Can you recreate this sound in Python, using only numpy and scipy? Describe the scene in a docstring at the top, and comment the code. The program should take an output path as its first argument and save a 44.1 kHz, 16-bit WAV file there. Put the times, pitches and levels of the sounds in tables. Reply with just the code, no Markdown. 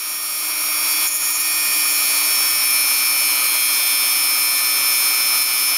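"""A mains motor whines in a handheld rotary tool at about 18000 turns a minute, close to a mono microphone.
One shaft angle drives sines for the armature slots, fan blades, bearings and rotor harmonics.
The tool spins a plastic filament against a printed part: the touches ring as chatter and scrape, then the
filament melts into the seam and drags the speed down a little. Shaped noise makes the fan and brush hiss
and one hollow rush; a damped low sine makes a bump on the bench."""
import sys
import numpy as np
from scipy import signal
from scipy.fft import rfft, irfft
from scipy.io import wavfile

SR = 44100
rng = np.random.default_rng(int(sys.argv[2]) if len(sys.argv) > 2 else 0)


def unload_audio(sound):
    """Save the sound as a 16-bit wav file, at the path given as the first command line argument."""
    columns = np.transpose(np.atleast_2d(sound))
    # keep every value between -1 and 1, then stretch to whole-number steps
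    steps = np.round(np.clip(columns, -1, 1) * 32767)
    wavfile.write(sys.argv[1], SR, steps.astype(np.int16))


N = 254456
T = np.arange(N) / SR
HZ = np.fft.rfftfreq(N, 1 / SR)

# shaft speed: t/s, rate/(turns/s)
SHAFT_SPEED = [(0, 308.0), (0.7, 307.8), (1.4, 307.0), (1.6, 306.1), (1.9, 304.1), (2.15, 303.5),
               (2.35, 301.7), (2.7, 299.3), (2.9, 298.3), (3.17, 298.3), (3.35, 297.5), (3.8, 296.8),
               (4.4, 295.9), (4.62, 296.8), (4.8, 296.0), (5.05, 296.0), (5.4, 295.3), (5.77, 295.0)]
# loud tones, before trim and flutter: free level/dB, loaded level/dB, change while drawn back/dB
SLOT_BUZZ = (-30, -29.5, -4)
BLADE_TONE = (-26.5, -23.5, -.5)
BLADE_OCTAVE = (-30, -31.5, -4)
LOW_WHISTLE = (-32, -33.5, 1)
HIGH_WHISTLE = (-31, -32.5, -2)
# hand draws the tool back: t of farthest point/s, half length/s
DRAW_BACK = (0.26, 0.2)
# further bearing tones, before trim: multiple of inner race rate, shaft sideband, free level/dB, loaded level/dB
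BEARING_TONES = [(5, 1, -50, -56), (7, 1, -38, -43), (8, 1, -36, -34), (9, 1, -35.5, -31),
                 (12, -2, -33, -35)]
# rotor harmonics, before trim: multiple of shaft rate, free level/dB, loaded level/dB
SHAFT_HARMONICS = [(1, -46.5, -49), (2, -52.5, -57.5), (6, -41.5, -44.5), (7, -40, -44), (10, -43.5, -40.5),
                   (11, -40, -36), (12, -48.5, -38), (14, -36.5, -36), (15, -41, -41.5), (16, -41.5, -39.5),
                   (17, -41, -42), (19, -42, -61), (20, -49, -38), (21, -44, -49), (22, -37, -42.5),
                   (24, -32.5, -44), (31, -37, -40), (33, -32, -40), (34, -33.5, -34.5), (37, -52, -39),
                   (38, -45, -43), (41, -37, -39), (42, -42, -37), (43, -38, -42), (45, -43, -42),
                   (46, -36, -38), (47, -32, -37), (48, -38, -30), (49, -36, -30)]
# peaks and dead spots the tones slide through: f/Hz, width/Hz, lift/dB
TONE_SPOTS = [(2332, 16, -3), (2393, 20, 4), (2403, 8.4, -10), (2445, 23, 3), (2463, 11, -2.5),
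              (4540, 96, 7.5), (4770, 41, -8), (5351, 11, -4.5), (5430, 26, 3), (5475, 87, -2),
              (8800, 29, 3.5), (8950, 43, -6), (8970, 70, 6), (10770, 36, 8), (10870, 130, 5),
              (12900, 180, 4), (14800, 630, -4.5)]
# housing resonances and hollows: f/Hz, width/Hz, lift/dB
HOUSING_MODES = [(418.4, 10.5, 8.5), (1256, 93, 8), (1610, 43, -6), (2036, 120, -5.5), (2190, 21, -8),
                 (2390, 17, 0), (2570, 23, -6), (2880, 140, -1.5), (3500, 130, -5), (3610, 110, -3),
                 (5130, 71, 1), (5740, 230, -4), (9280, 920, -3.5), (12020, 240, -16)]
# tip touches: t/s, length/s, chatter/dB and scrape/dB before trim, dip of tool level/dB (negative = rise)
TOUCHES = [(1.066, 0.028, -25.5, -23, 6.5), (1.103, 0.028, -27, -29, 0.5), (1.132, 0.045, -27, -22.5, 3.5),
           (1.188, 0.12, -30, -29, -0.5), (1.305, .024, -37, -23, 2), (1.328, .05, -26.5, -34, 0.5),
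           (1.398, .024, -29, -22.5, 0.5), (5.42, 0.026, -42, -24, 2.3)]
# ring of the plastic part: f/Hz, nominal width/Hz, relative level/dB
PART_MODES = [(7050, 300, 0), (6700, 380, 0)]
# ring of the steel collet: f/Hz, nominal width/Hz, relative level/dB
COLLET_MODES = [(9900, 1000, 1), (13300, 2000, -5)]
# spectrum of air and brush noise: f/Hz, relative density/dB
AIR_SPECTRUM = [(25, -24.5), (130, -22.5), (480, -17), (620, -10), (800, -11), (1000, -4.5), (1450, -5.5),
                (1650, -8.5), (2700, -8), (4500, -6.5), (7000, -5.5), (10500, 0.5), (13500, -1.6),
                (15600, -8.5)]
# a brief hollow rush near 1.2 kHz: t/s, length/s, f/Hz, width/Hz, level/dB
HOLLOW_RUSH = (.198, .066, 1240, 220, -35.5)
# damped bench mode: f/Hz, t60/s, starting level/dB
BENCH_MODE = (210, .14, -44)
# dead bands of the microphone: f/Hz, width scale/Hz, depth/dB
MIC_NOTCHES = [(7870, 343, 31), (11770, 190, 16.5)]

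SLOTS, BLADES, BALLS = 8, 18, 6
INNER_RACE_PER_TURN = 3.8355
PULSE_HZ = 120  # mains half waves
AIR_DB = -21
START_DB, SWELL_DB_PER_S = -7.5, 7.4
DIP_DELAY_S, DIP_FALL_S, DIP_RECOVERY_S = 0.004, 0.0063, 0.12
BUMP_S = 1.683
EDGE_HZ = 15700


def amp(db):
    """Decibels to gain."""
    return np.exp(np.asarray(db) * (np.log(10) / 20))


def unit(x):
    """Scales to rms 1."""
    return x / np.sqrt(np.mean(x ** 2) + 1e-20)


def drift(rate_hz):
    """Smooth noise of rms 1, Gaussian low-pass at the rate."""
    size = 2048
    f = np.fft.rfftfreq(size, N / SR / size)
    lowpass = np.exp(-(f / rate_hz) ** 2) * (f > 0)
    slow = irfft(rfft(rng.standard_normal(size)) * lowpass)
    return np.interp(T, np.linspace(0, T[-1], size), unit(slow))


def tone(turns, db):
    """Sine of the given rms level with a random starting phase."""
    phase = turns + rng.random()
    angle = 2 * np.pi * (phase - np.floor(phase))
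    return np.sqrt(2) * amp(db) * np.sin(angle.astype(np.float32))


def mains(peak_s):
    """Angle within each mains half wave, zero at the current peak."""
    return 2 * np.pi * PULSE_HZ * (T - peak_s)


def tone_db(levels, load):
    """A loud tone's level follows the load and the drawing back of the hand."""
    free_db, loaded_db, back_db = levels
    far_s, half_length_s = DRAW_BACK
    drawn_back = np.exp(-((T - far_s) / half_length_s) ** 2)
    return free_db + load * (loaded_db - free_db) + back_db * drawn_back


def resonate(x, modes):
    """Filters with a sum of bell-shaped lifts and cuts in dB."""
    db = sum(lift_db / (1 + (2 * (HZ - hz) / width_hz) ** 2) for hz, width_hz, lift_db in modes)
    return irfft(rfft(x) * amp(db), N)


def armature(turns, load, level_db, sharpness=2.03, rest=0.091, bend_rad=0.98, free_lag_rad=0.69,
             loaded_lag_rad=0.017, trim_db=3.5, octave_db=-16, flutter_db=0.5):
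    """Slots sing in a burst per current surge; the pitch dips in each burst, less so under load."""
    angle = mains(0.00556)
    burst = rest + np.exp(sharpness * (np.cos(angle) - 1))
    lag_rad = free_lag_rad + load * (loaded_lag_rad - free_lag_rad)
    swing_rad = bend_rad * np.cos(angle) - lag_rad * np.sin(angle)
    slots = SLOTS * turns + swing_rad / (2 * np.pi)
    db = level_db + flutter_db * drift(22.0)
    buzz = tone(slots, db + trim_db) + tone(2 * slots, db + octave_db)
    return resonate(unit(burst) * buzz, HOUSING_MODES)


def fan(turns, blade_db, octave_db, blade_trim_db=-0.1, octave_trim_db=-1.3, flutter_db=0.72):
    """The tone of the passing blades and its octave flutter in the air stream."""
    blade = tone(BLADES * turns, blade_db + blade_trim_db + flutter_db * drift(17.0))
    octave = tone(2 * BLADES * turns, octave_db + octave_trim_db + 2 * flutter_db * drift(24.0))
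    return blade + octave


def bearings(turns, load, low_db, high_db, trim_db=-1.0, waver_db=2.0, slip_turns=0.0089,
             thicket_db=-45.0, scatter_db=3.0):
    """Balls roll over both races; the inner race turns with the shaft, which adds sidebands."""
    inner = INNER_RACE_PER_TURN * turns + slip_turns * drift(23.0)
    outer = BALLS * turns - inner
    out = tone(8 * inner - turns, low_db) + tone(11 * inner + turns, high_db)
    for multiple, side, free_db, loaded_db in BEARING_TONES:
        db = free_db + load * (loaded_db - free_db) + waver_db * drift(6.3)
        out += tone(multiple * inner + side * turns, db + trim_db)
    # thicket of faint tones, levelled along the air spectrum at their mean pitch
    faint = [k * outer for k in range(9, 24)]
    faint += [k * inner + side * turns for k in range(8, 14) for side in (-3, 0, 2, 3)]
    for phase in faint:
        mean_hz = phase[-1] / T[-1]
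        out += tone(phase, thicket_db + air_db(mean_hz) + scatter_db * drift(1.0))
    return out


def shaft(turns, load, trim_db=-1.0, waver_db=1.94, flutter_db=1.22, hum_flutter_db=2.0,
          wobble_turns=0.043, throb=0.17):
    """Rotor harmonics fade in and out as the tool moves in the hand; the lowest hum flutters."""
    out = np.zeros(N)
    for multiple, free_db, loaded_db in SHAFT_HARMONICS:
        db = trim_db + free_db + load * (loaded_db - free_db)
        if multiple == 1:
            out += tone(turns, db + hum_flutter_db * drift(35.0))
            continue
        surge = 1 + throb * np.cos(mains(rng.random()))
        # bearing play blurs the high harmonics
        play = wobble_turns * multiple / BLADES * drift(30.0)
        db = db + waver_db * drift(1.9) + flutter_db * drift(18.0)
        out += surge * tone(multiple * turns + play, db)
    return out


def loudness_db():
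    """Tool level swells steadily to full, then steps fast at each touch and recovers slowly."""
    db = np.minimum(START_DB + SWELL_DB_PER_S * T, 0)
    for touch_s, _, _, _, dip_db in TOUCHES:
        since_s = np.maximum(T - touch_s - DIP_DELAY_S, 0)
        fall = np.minimum(since_s / DIP_FALL_S, 1)
        recovery = np.exp(-np.maximum(since_s - DIP_FALL_S, 0) / DIP_RECOVERY_S)
        db = db - dip_db * fall * recovery
    return db


def contact(turns, touches, modes, rough):
    """One slap a turn, mixed with gritty rubbing, rings the modes while the tip touches."""
    from_slap = ((turns + 0.5) % 1 - 0.5) / np.gradient(turns)  # samples
    slaps = np.sinc(from_slap) * (abs(from_slap) < 10) * amp(1.6 * drift(120.0))
    grit = rng.standard_normal(N) * np.exp(-(turns % 1) / 0.38)  # fades within each turn
    drive = unit(slaps) + rough * unit(grit)
    body = sum(amp(db) / np.sqrt(1 + (2 * (HZ - hz) / width_hz) ** 2) ** 1.5
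               for hz, width_hz, db in modes)
    press = sum(amp(db) * np.exp(-(2 * (T - s) / length_s - 1) ** 4) for s, length_s, db in touches)
    return press * unit(irfft(rfft(drive) * body, N))


def tip(turns, chatter_trim_db=1.0, scrape_trim_db=1.5):
    """Each touch makes the plastic part chatter and the steel collet scrape."""
    s, length_s, chatter_db, scrape_db, _ = np.transpose(TOUCHES)
    chatter = contact(turns, zip(s, length_s, chatter_db + chatter_trim_db), PART_MODES, rough=0.66)
    scrape = contact(turns, zip(s, length_s, scrape_db + scrape_trim_db), COLLET_MODES, rough=1.4)
    return chatter + scrape


def air_db(hz):
    """Air spectrum read on a log-frequency axis."""
    f, db = np.transpose(AIR_SPECTRUM)
    return np.interp(np.log(hz + 1), np.log(f), db)


def air(turns, patchy_db=0.83, hiss_drift_db=0.8, grain=0.11, throb=0.05):
    """Turbulence coloured by the housing; the brush hiss in it flickers with every turn and surge."""
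    rush = irfft(rfft(rng.standard_normal(N)) * amp(air_db(HZ)), N)
    noise = unit(resonate(rush, HOUSING_MODES))
    hiss = irfft(rfft(noise) / (1 + (4000 / (HZ + 1)) ** 4), N)  # high-pass at 4 kHz
    flicker = 1 + grain * np.cos(2 * np.pi * turns) + throb * np.cos(mains(0.00079))
    low = (noise - hiss) * amp(patchy_db * drift(14.0))
    high = hiss * flicker * amp(hiss_drift_db * drift(17.3))
    return amp(AIR_DB) * (low + high)


def hollow_rush():
    """A band of noise swells briefly."""
    s, length_s, hz, width_hz, db = HOLLOW_RUSH
    spectrum = rfft(rng.standard_normal(N)) / (1 + (2 * (HZ - hz) / width_hz) ** 2)
    swell = np.exp(-(2 * (T - s) / length_s - 1) ** 4)
    return amp(db) * swell * unit(irfft(spectrum, N))


def bump():
    """The part shifts on the bench: one low, quickly damped mode."""
    hz, t60_s, db = BENCH_MODE
    t = np.maximum(T - BUMP_S, 0)
    return amp(db - 60 * t / t60_s) * np.sin(2 * np.pi * hz * t)


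def scene():
    """One shaft angle drives tones, hiss and touches; two equal channels."""
    shaft_hz = np.interp(T, *np.transpose(SHAFT_SPEED))
    turns = np.cumsum(shaft_hz + 0.043 * drift(10.5)) / SR
    load = (shaft_hz.max() - shaft_hz) / np.ptp(shaft_hz)  # friction sags the speed: 0 free, 1 loaded
    buzz = armature(turns, load, tone_db(SLOT_BUZZ, load))
    whine = fan(turns, tone_db(BLADE_TONE, load), tone_db(BLADE_OCTAVE, load))
    whistle = bearings(turns, load, tone_db(LOW_WHISTLE, load), tone_db(HIGH_WHISTLE, load))
    tones = buzz + whine + whistle + shaft(turns, load)
    tool = resonate(tones, TONE_SPOTS) + air(turns)
    mix = amp(loudness_db()) * tool + tip(turns) + hollow_rush() + bump()
    return np.array([mix] * 2)


def record(dry):
    """The microphone's two notches, then the band limit."""
    cut_db = sum(depth_db / (1 + ((HZ - hz) / width_hz) ** 2) ** 1.64
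                 for hz, width_hz, depth_db in MIC_NOTCHES)
    coloured = irfft(rfft(dry) * amp(-cut_db), N)
    lowpass = signal.firwin(767, EDGE_HZ, window=("kaiser", 9), fs=SR)
    return signal.oaconvolve(coloured, lowpass[None], "same")


dry = scene()
out = record(dry)
unload_audio(out)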